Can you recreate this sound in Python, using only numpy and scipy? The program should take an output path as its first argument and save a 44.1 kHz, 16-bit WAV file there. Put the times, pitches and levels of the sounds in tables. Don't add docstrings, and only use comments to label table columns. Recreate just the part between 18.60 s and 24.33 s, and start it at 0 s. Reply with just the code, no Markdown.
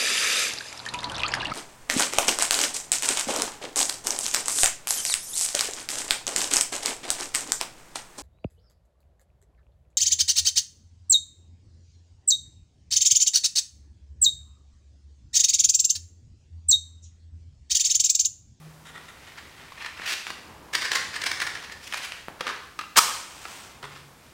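import sys
import numpy as np
from scipy import signal
from scipy.fft import rfft, irfft, next_fast_len
from scipy.io import wavfile
from scipy.ndimage import uniform_filter1d, map_coordinates

SR = 44100
rng = np.random.default_rng(int(sys.argv[2]) if len(sys.argv) > 2 else 0)


def materialize(psi):
    bounded = np.clip(np.atleast_2d(psi).T, -1, 1)
    quanta = np.round(bounded * 32767).astype(np.int16)
    wavfile.write(sys.argv[1], SR, quanta)


N = 252693
T = np.arange(N) / SR
SIZE = next_fast_len(N + SR)
HZ = np.fft.rfftfreq(SIZE, 1 / SR)

# frequency in Hz, relative level in dB.
CARD_COLOUR = [(200, -34.5), (500, -19), (850, -12), (1200, -5), (1750, -1.5), (2400, -0.5), (3200, -4),
               (5000, -8.5), (7000, -13), (10000, -19.5), (13500, -26), (15500, -28)]
# frequency in Hz, relative level in dB.
SHUT_BOX_COLOUR = [(120, -35), (300, -6), (520, -13), (800, -5), (1250, 6), (1900, -2), (2800, -4.5),
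                   (4500, -9), (7000, -19.5), (15500, -38)]


def amp(db):
    return 10 ** (np.asarray(db) / 20)


def unit(x):
    return x / np.sqrt(np.mean(x ** 2) + 1e-20)


def along(points, hz):
    f, v = np.transpose(points)
    return np.interp(np.log(hz + 1), np.log(f + 1), v)


def add(track, s, sound):
    start = max(round(s * SR), 0)
    track[start:start + len(sound)] += sound[:max(N - start, 0)]


def through(x, h):
    return signal.fftconvolve(x, h)[:len(x)]


def body(spectrum, tilt_db=0, vary_db=0, size=2048, count=40):
    hz = np.fft.rfftfreq(size, 1 / SR)
    ripple = np.interp(np.sqrt(hz / hz[-1]), np.linspace(0, 1, count), rng.standard_normal(count))
    db = along(spectrum, hz) + tilt_db * np.log2(np.maximum(hz, 1000)) + vary_db * ripple
    floored_db = np.maximum(db, db.max() - 80)
    cepstrum = irfft(np.log(amp(floored_db)))
    cepstrum[1:size // 2] *= 2
    cepstrum[size // 2 + 1:] = 0
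    h = irfft(np.exp(rfft(cepstrum)))
    return h / np.linalg.norm(h)


def push(h):
    return h / np.abs(h).max()


def ring(hz, t60, length):
    t = np.arange(round(length * SR)) / SR
    return np.sin(2 * np.pi * hz * t) * np.exp(-np.log(1000) * t / t60)


def grit(count, rate, scatter_db):
    hit = rng.random(count) < rate / SR
    sign = np.sign(rng.standard_normal(count))
    height = amp(scatter_db * np.clip(rng.standard_normal(count), -2, 2))
    return unit(hit * sign * height)


def flutter(rate, depth_db):
    values = rng.standard_normal(int(N * rate / SR) + 4)
    return amp(depth_db * map_coordinates(values, [T * rate]))


def swell(middle, half):
    return np.exp(-((T - middle) / half) ** 2)


def room_tone(air_db=-54.5):
    # frequency in Hz, relative level in dB.
    air_colour = [(25, -10), (40, -6.5), (65, 1.5), (110, -2), (250, -5), (600, -9.5), (1100, -11.5),
                  (1700, -13.5), (2600, -19.5), (4500, -18), (8000, -19.5), (13000, -24.5), (15500, -25.5)]
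    spectrum = rfft(rng.standard_normal(SIZE)) * amp(along(air_colour, HZ))
    return amp(air_db) * unit(irfft(spectrum, SIZE)[:N])


def office(x, delay=0.00089, build=0.0039, size=4096):
    # frequency in Hz, time to fall 60 dB in seconds.
    walls = [(150, 0.6), (500, 0.82), (1200, 0.68), (4000, 0.69), (8000, 0.7), (15000, 0.42)]
    out = np.zeros(N)
    hz, t, _ = signal.stft(np.zeros(SR * 2 // 3), SR, nperseg=256)
    decay = np.exp(-np.log(1000) * t / along(walls, hz)[:, None])
    fade = decay * (1 - np.exp(-np.maximum(t - delay, 0) / build))
    for start in range(0, N, size):
        z = rng.standard_normal(fade.shape) + 1j * rng.standard_normal(fade.shape)
        tail = signal.istft(z * fade, SR, nperseg=256)[1]
        add(out, start / SR, signal.fftconvolve(x[start:start + size], tail / np.linalg.norm(tail)))
    return out


def desk(waver_db=2):
    # start in seconds, pitch in Hz, relative level in dB,
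    # time to fall 60 dB in seconds.
    booms = [(0, 155.9, -43.5, 1.65), (5.237, 141.2, -48.5, 1.9)]
    out = np.zeros(N)
    for s, hz, db, t60 in booms:
        add(out, s, amp(db) * ring(hz, t60, 1))
    return out * flutter(rate=32, depth_db=waver_db)


def sleeve(cloth_db=-6, resting_db=-57):
    # fastest moment in seconds, half length in seconds, relative level in dB.
    reaches = [(0.7, 1, -51), (1.977, 0.23, -42), (2.702, 0.61, -44), (5.15, 0.47, -49.5)]
    # frequency in Hz, relative level in dB.
    cloth_colour = [(25, -29), (70, 2), (150, -5), (400, -6.5), (600, -9), (950, -4), (1500, -12.5),
                    (6000, -41)]
    reach_power = sum((amp(db) * swell(s, half)) ** 2 for s, half, db in reaches)
    motion = np.sqrt(amp(resting_db) ** 2 + reach_power)
    rustle = through(rng.standard_normal(N), body(cloth_colour, size=8192))
    return amp(cloth_db) * motion * unit(flutter(rate=17, depth_db=1.0) * rustle)


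def gripping(attack=0.048, release=0.066, resting_db=-56.5):
    # start in seconds, length in seconds, relative level in dB.
    grips = [(0.306, 0.57, -48.5), (0.75, 1.1, -48), (2.13, 0.27, -43), (2.502, 0.53, -46.5),
             (3.268, 0.29, -41.5), (3.797, 0.16, -52), (5.24, 0.15, -47.5)]
    pressure = np.full(N, amp(resting_db))
    for s, length, db in grips:
        t = np.maximum(T - s, 0)
        held = (1 - np.exp(-t / attack)) * np.exp(-np.maximum(t - length, 0) / release)
        pressure = np.maximum(pressure, amp(db) * held)
    return pressure


def sliding(brush_db=-5, stop=0.003):
    # start in seconds, length in seconds, relative level in dB,
    # treble tilt in dB per octave, time constant of the swell in seconds.
    slides = [(1.16, .11, -40.5, -3.5, 0.028), (1.36, 0.13, -39.5, -3, 0.036),
              (1.456, 0.084, -30, .5, 0.0061), (1.66, 0.037, -39.5, -1, 0.0077),
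              (3.1, 0.029, -45, 1.5, .01), (3.205, 0.071, -46, 2, 0.017), (3.268, 0.013, -38, 2.5, 0.0064),
              (3.29, 0.11, -42.5, 1, 0.023), (3.37, .013, -35.5, 1, .003), (3.41, 0.05, -36, 0.5, 0.012),
              (3.52, 0.074, -47.5, -3, 0.0088)]
    pushes = [(3.79, 0.013, -40, 1, 0.007), (3.835, .075, -35, 0.95, 0.023), (3.93, 0.041, -44, 0, .02)]
    drags = [(.247, 0.056, -48, 0.5, 0.0044), (.335, 0.045, -45.5, -2, 0.012), (.47, 0.037, -50, 0, 0.0079),
             (.66, 0.033, -49.5, -0.5, .008), (.94, 0.11, -51, -2, 0.047), (5.23, 0.026, -43, -0.5, 0.0045)]
    # frequency in Hz, relative level in dB.
    desktop_colour = [(200, -15), (900, -5.5), (1400, 3.5), (1650, -5), (1900, 7), (2300, -6.5),
                      (3200, -4.5), (3650, 0), (4200, -12.5), (9000, -14), (15500, -35)]
    brush = through(grit(N, rate=1800, scatter_db=3.5), body(CARD_COLOUR, tilt_db=-.5))
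    brush = flutter(rate=14, depth_db=3.0) * brush
    out = amp(brush_db) * gripping() * unit(brush)
    t = np.arange(SR // 2) / SR
    for strokes, colour in (slides, CARD_COLOUR), (pushes, SHUT_BOX_COLOUR), (drags, desktop_colour):
        for s, length, db, tilt_db, rise in strokes:
            speed = (1 - np.exp(-t / rise)) * np.exp(-np.maximum(t - length, 0) / stop)
            clumps = flutter(rate=129.5, depth_db=2.5)[:len(t)]
            fibres = clumps * grit(len(t), rate=5000, scatter_db=1.5)
            add(out, s, amp(db) * speed * through(fibres, body(colour, tilt_db, vary_db=1.55)))
    return out


def jostles(per_s=22, scatter_db=1.5, spread=0.0017):
    # start in seconds, length in seconds, middle relative level in dB.
    spells = [(0.649, 0.45, -43), (2.152, 0.3, -31), (2.6, 0.3, -32), (2.899, 0.2, -35.5)]
    rows = []
    for s, length, db in spells:
        for slot in np.arange(0, length, 1 / per_s):
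            late, size = rng.random(2)
            rows.append((s + slot + late / per_s, db + scatter_db * (2 * size - 1), spread))
    return rows


def rattling(tumble_db=-2.5, tilt_db=-0.14, snap_db=2.5):
    # height of the swarm in seconds, relative level in dB,
    # spread in seconds.
    tumbles = [(0.785, -36, 0.011), (1.123, -37, 0.0025), (1.224, -33.5, 0.0056), (1.248, -28, 0.0018),
               (1.264, -27, .004), (1.419, -34, 0.0023), (1.436, -34, .003), (1.524, -21.5, 0.0023),
               (1.705, -26.5, 0.0045), (2.139, -21.5, 0.006), (2.153, -14.5, .005), (2.222, -23.5, 0.011),
               (2.255, -23, .012), (2.319, -16, .0044), (2.335, -20, 0.0044), (2.357, -14, .006),
               (2.372, -23, 0.0048), (2.545, -32, 0.013), (2.563, -24.5, .008), (2.62, -25.5, 0.0066),
               (2.64, -20, 0.0031), (2.667, -16.5, 0.0065), (2.717, -17.5, .0026), (2.804, -22, 0.0037),
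               (2.821, -19.5, 0.0068), (2.872, -23, 0.0053), (2.955, -31, 0.0059), (3.048, -33.5, 0.0043),
               (3.124, -34, .006)]
    # frequency in Hz, relative level in dB.
    stick_colour = [(150, -37.5), (330, -15.5), (520, -13.5), (700, -15.5), (950, -9), (1350, -7),
                    (1800, 1.5), (2600, -8.5), (3600, -9), (5000, -8.5), (6500, -16), (9500, -20),
                    (11000, -30.5), (15500, -31.5)]
    hard_db, brighter_per_db = -22, 0.065
    tray_opens, cover_tilt_db = 1.45, -1.5
    out = np.zeros(N)
    t = np.arange(-SR // 10, SR // 10) / SR
    for s, db, spread in [*tumbles, *jostles()]:
        own_tilt_db = brighter_per_db * (db - hard_db) + cover_tilt_db * (s < tray_opens)
        wood = body(stick_colour, tilt_db + own_tilt_db, vary_db=1.5)
        shape = np.where(t < 0, np.exp(-(t / spread) ** 2), np.exp(-np.abs(t) / spread))
        swarm = through(shape * grit(len(t), rate=5000, scatter_db=3), wood)
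        add(out, s + t[0], amp(db + tumble_db) * swarm)
        add(out, s, amp(db + snap_db) * push(wood))
    return out


def click(h, crush, fibres_db=-13, size=4096):
    crackle = amp(fibres_db) * grit(size, rate=13000, scatter_db=2) * np.exp(-np.arange(size) / SR / crush)
    crackle[0] = 1
    return push(through(crackle, h))


def knocking(tick_db=-1, tap_db=-2):
    # start in seconds, relative peak in dB,
    # treble tilt in dB per octave.
    ticks = [(1.668, -15.5, -2.5), (3.325, -18, -2), (3.337, -15.5, -0.5), (3.343, -13, -3),
             (3.373, -22, -1), (3.521, -17.5, -2)]
    taps = [(3.808, -14.5, 2), (3.868, -13, 1.5), (3.878, -18, -0.5), (3.89, -18, 1), (4.19, -19, 1.5),
            (4.211, -23, 0.5), (4.853, -22, 0), (5.228, -28.5, 2.5), (5.24, -26, -1.5), (5.361, -34, 0)]
    # start in seconds, peak in dB.
    bumps = [(1.398, -25), (1.704, -22), (3.684, -16.5), (3.807, -27), (3.813, -24), (5.233, -26.5)]
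    # frequency in Hz, relative level in dB.
    thud_colour = [(40, -15), (200, -0.5), (600, -1.5), (1300, -1.5), (3000, -14), (6000, -36),
                   (12000, -31)]
    # start in seconds, pitch in Hz, level in dB,
    # time to fall 60 dB in seconds.
    hollow = [(1.121, 1080, -34, .03), (3.808, 501, -28, 0.055), (3.806, 333, -40, .035),
              (3.89, 1300, -25, 0.027), (3.912, 420, -39, 0.037), (5.238, 420, -41.5, 0.11)]
    out = np.zeros(N)
    for s, db, tilt_db in ticks:
        edge = body(CARD_COLOUR, tilt_db, vary_db=1)
        add(out, s, amp(db + tick_db) * click(edge, crush=0.0023, fibres_db=-12))
    for s, db, tilt_db in taps:
        box = body(SHUT_BOX_COLOUR, tilt_db, vary_db=0.5)
        add(out, s, amp(db + tap_db) * click(box, crush=0.0046, fibres_db=-1.0))
    for s, db in bumps:
        add(out, s, amp(db) * push(body(thud_colour)))
    for s, hz, db, t60 in hollow:
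        add(out, s, amp(db) * ring(hz, t60, .1))
    return out


def juddering(rise=0.0018, damping=0.0023, unsteady=0.081):
    # start in seconds, length in seconds,
    # middle pitch in Hz, relative level in dB.
    judders = [(4.190, 0.0082, 1273, -24.5), (4.2365, 0.0022, 1250, -27), (4.3865, 0.0038, 1220, -10)]
    out = np.zeros(N)
    t = np.arange(SR // 20) / SR
    for s, length, hz, db in judders:
        grip = (1 - np.exp(-t / rise)) * np.exp(-np.maximum(t - length, 0) / damping)
        wander = unit(uniform_filter1d(rng.standard_normal(len(t)), size=40))
        pitch = hz * (1 + unsteady * wander)
        add(out, s, amp(db) * grip * np.sin(2 * np.pi * np.cumsum(pitch) / SR))
    return out


def striking(touch=4.357, bite=4.3675, leave=4.3905, drag_db=-22, scrape_db=-13.5, grow_db=8, pop_db=-1.0):
    # start in seconds, relative peak in dB.
    pops = [(4.3673, -3), (4.3733, 3), (4.3775, 4.5), (4.3815, 2), (4.387, 5)]
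    # frequency in Hz, relative level in dB.
    strip_colour = [(60, -51), (200, -24), (500, -14), (900, -3), (1300, 2.5), (1600, -8.5), (2500, -7),
                    (3600, -5.5), (5000, -1.5), (6000, -5), (8700, -4.5), (10200, -13), (13000, -10.5),
                    (15500, -20)]
    release = np.exp(-np.maximum(T - leave, 0) / 0.0021)
    progress = np.clip((T - bite) / (leave - bite), 0, 1)
    contact = np.clip((T - touch) / 0.0053, 0, 1) * release
    drag = amp(drag_db) * contact * grit(N, rate=7000, scatter_db=-0.5)
    jerks = flutter(rate=700, depth_db=2) * grit(N, rate=9000, scatter_db=3)
    scrape = amp(scrape_db + grow_db * (progress - 0.5)) * (T > bite) * release * jerks
    out = through(drag, body(CARD_COLOUR, tilt_db=-3)) + through(scrape, body(strip_colour))
    for s, db in pops:
        add(out, s, amp(db + pop_db) * push(body(strip_colour, tilt_db=-2.0, vary_db=2.5)))
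    return out


def burning(spit_db=-13, lit=4.42, spent=5.12):
    # frequency in Hz, relative level in dB.
    fizz_colour = [(200, -11), (500, -7), (1000, 0.5), (1700, -2.5), (2700, -2), (4000, -5.5), (8500, -7),
                   (10500, -17.5), (15500, -19)]
    alight = np.clip((T - lit) / 0.21, 0, 1) * np.exp(-np.maximum(T - spent, 0) / .05)
    flare = amp(-18.5 - 136 * np.maximum(T - lit, 0))
    afterburn = amp(-44.5) * swell(middle=4.9, half=0.23)
    gas = np.hypot(flare, afterburn)
    fizz = flutter(rate=43, depth_db=1.15) * through(grit(N, rate=3000, scatter_db=2.5), body(fizz_colour))
    spits = amp(spit_db) * through(grit(N, rate=46, scatter_db=2), body(fizz_colour))
    return alight * gas * (fizz + spits)


def scene(handling_wet_db=-3.5, knock_wet_db=-5, judder_wet_db=-11, strike_wet_db=-7.5):
    sources = [(sliding() + rattling(), handling_wet_db), (knocking(), knock_wet_db),
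               (juddering(), judder_wet_db), (striking() + burning(), strike_wet_db)]
    direct = sum(sound for sound, _ in sources)
    echo = office(sum(amp(wet_db) * sound for sound, wet_db in sources))
    return (direct + echo + desk() + sleeve() + room_tone())[None]


def record(dry, top_hz=15850):
    rounded = dry / (1 + np.abs(dry) ** 8) ** (1 / 8)
    return irfft(rfft(rounded, SIZE) * (HZ < top_hz), SIZE)[:, :N]


dry = scene()
out = record(dry)
materialize(out)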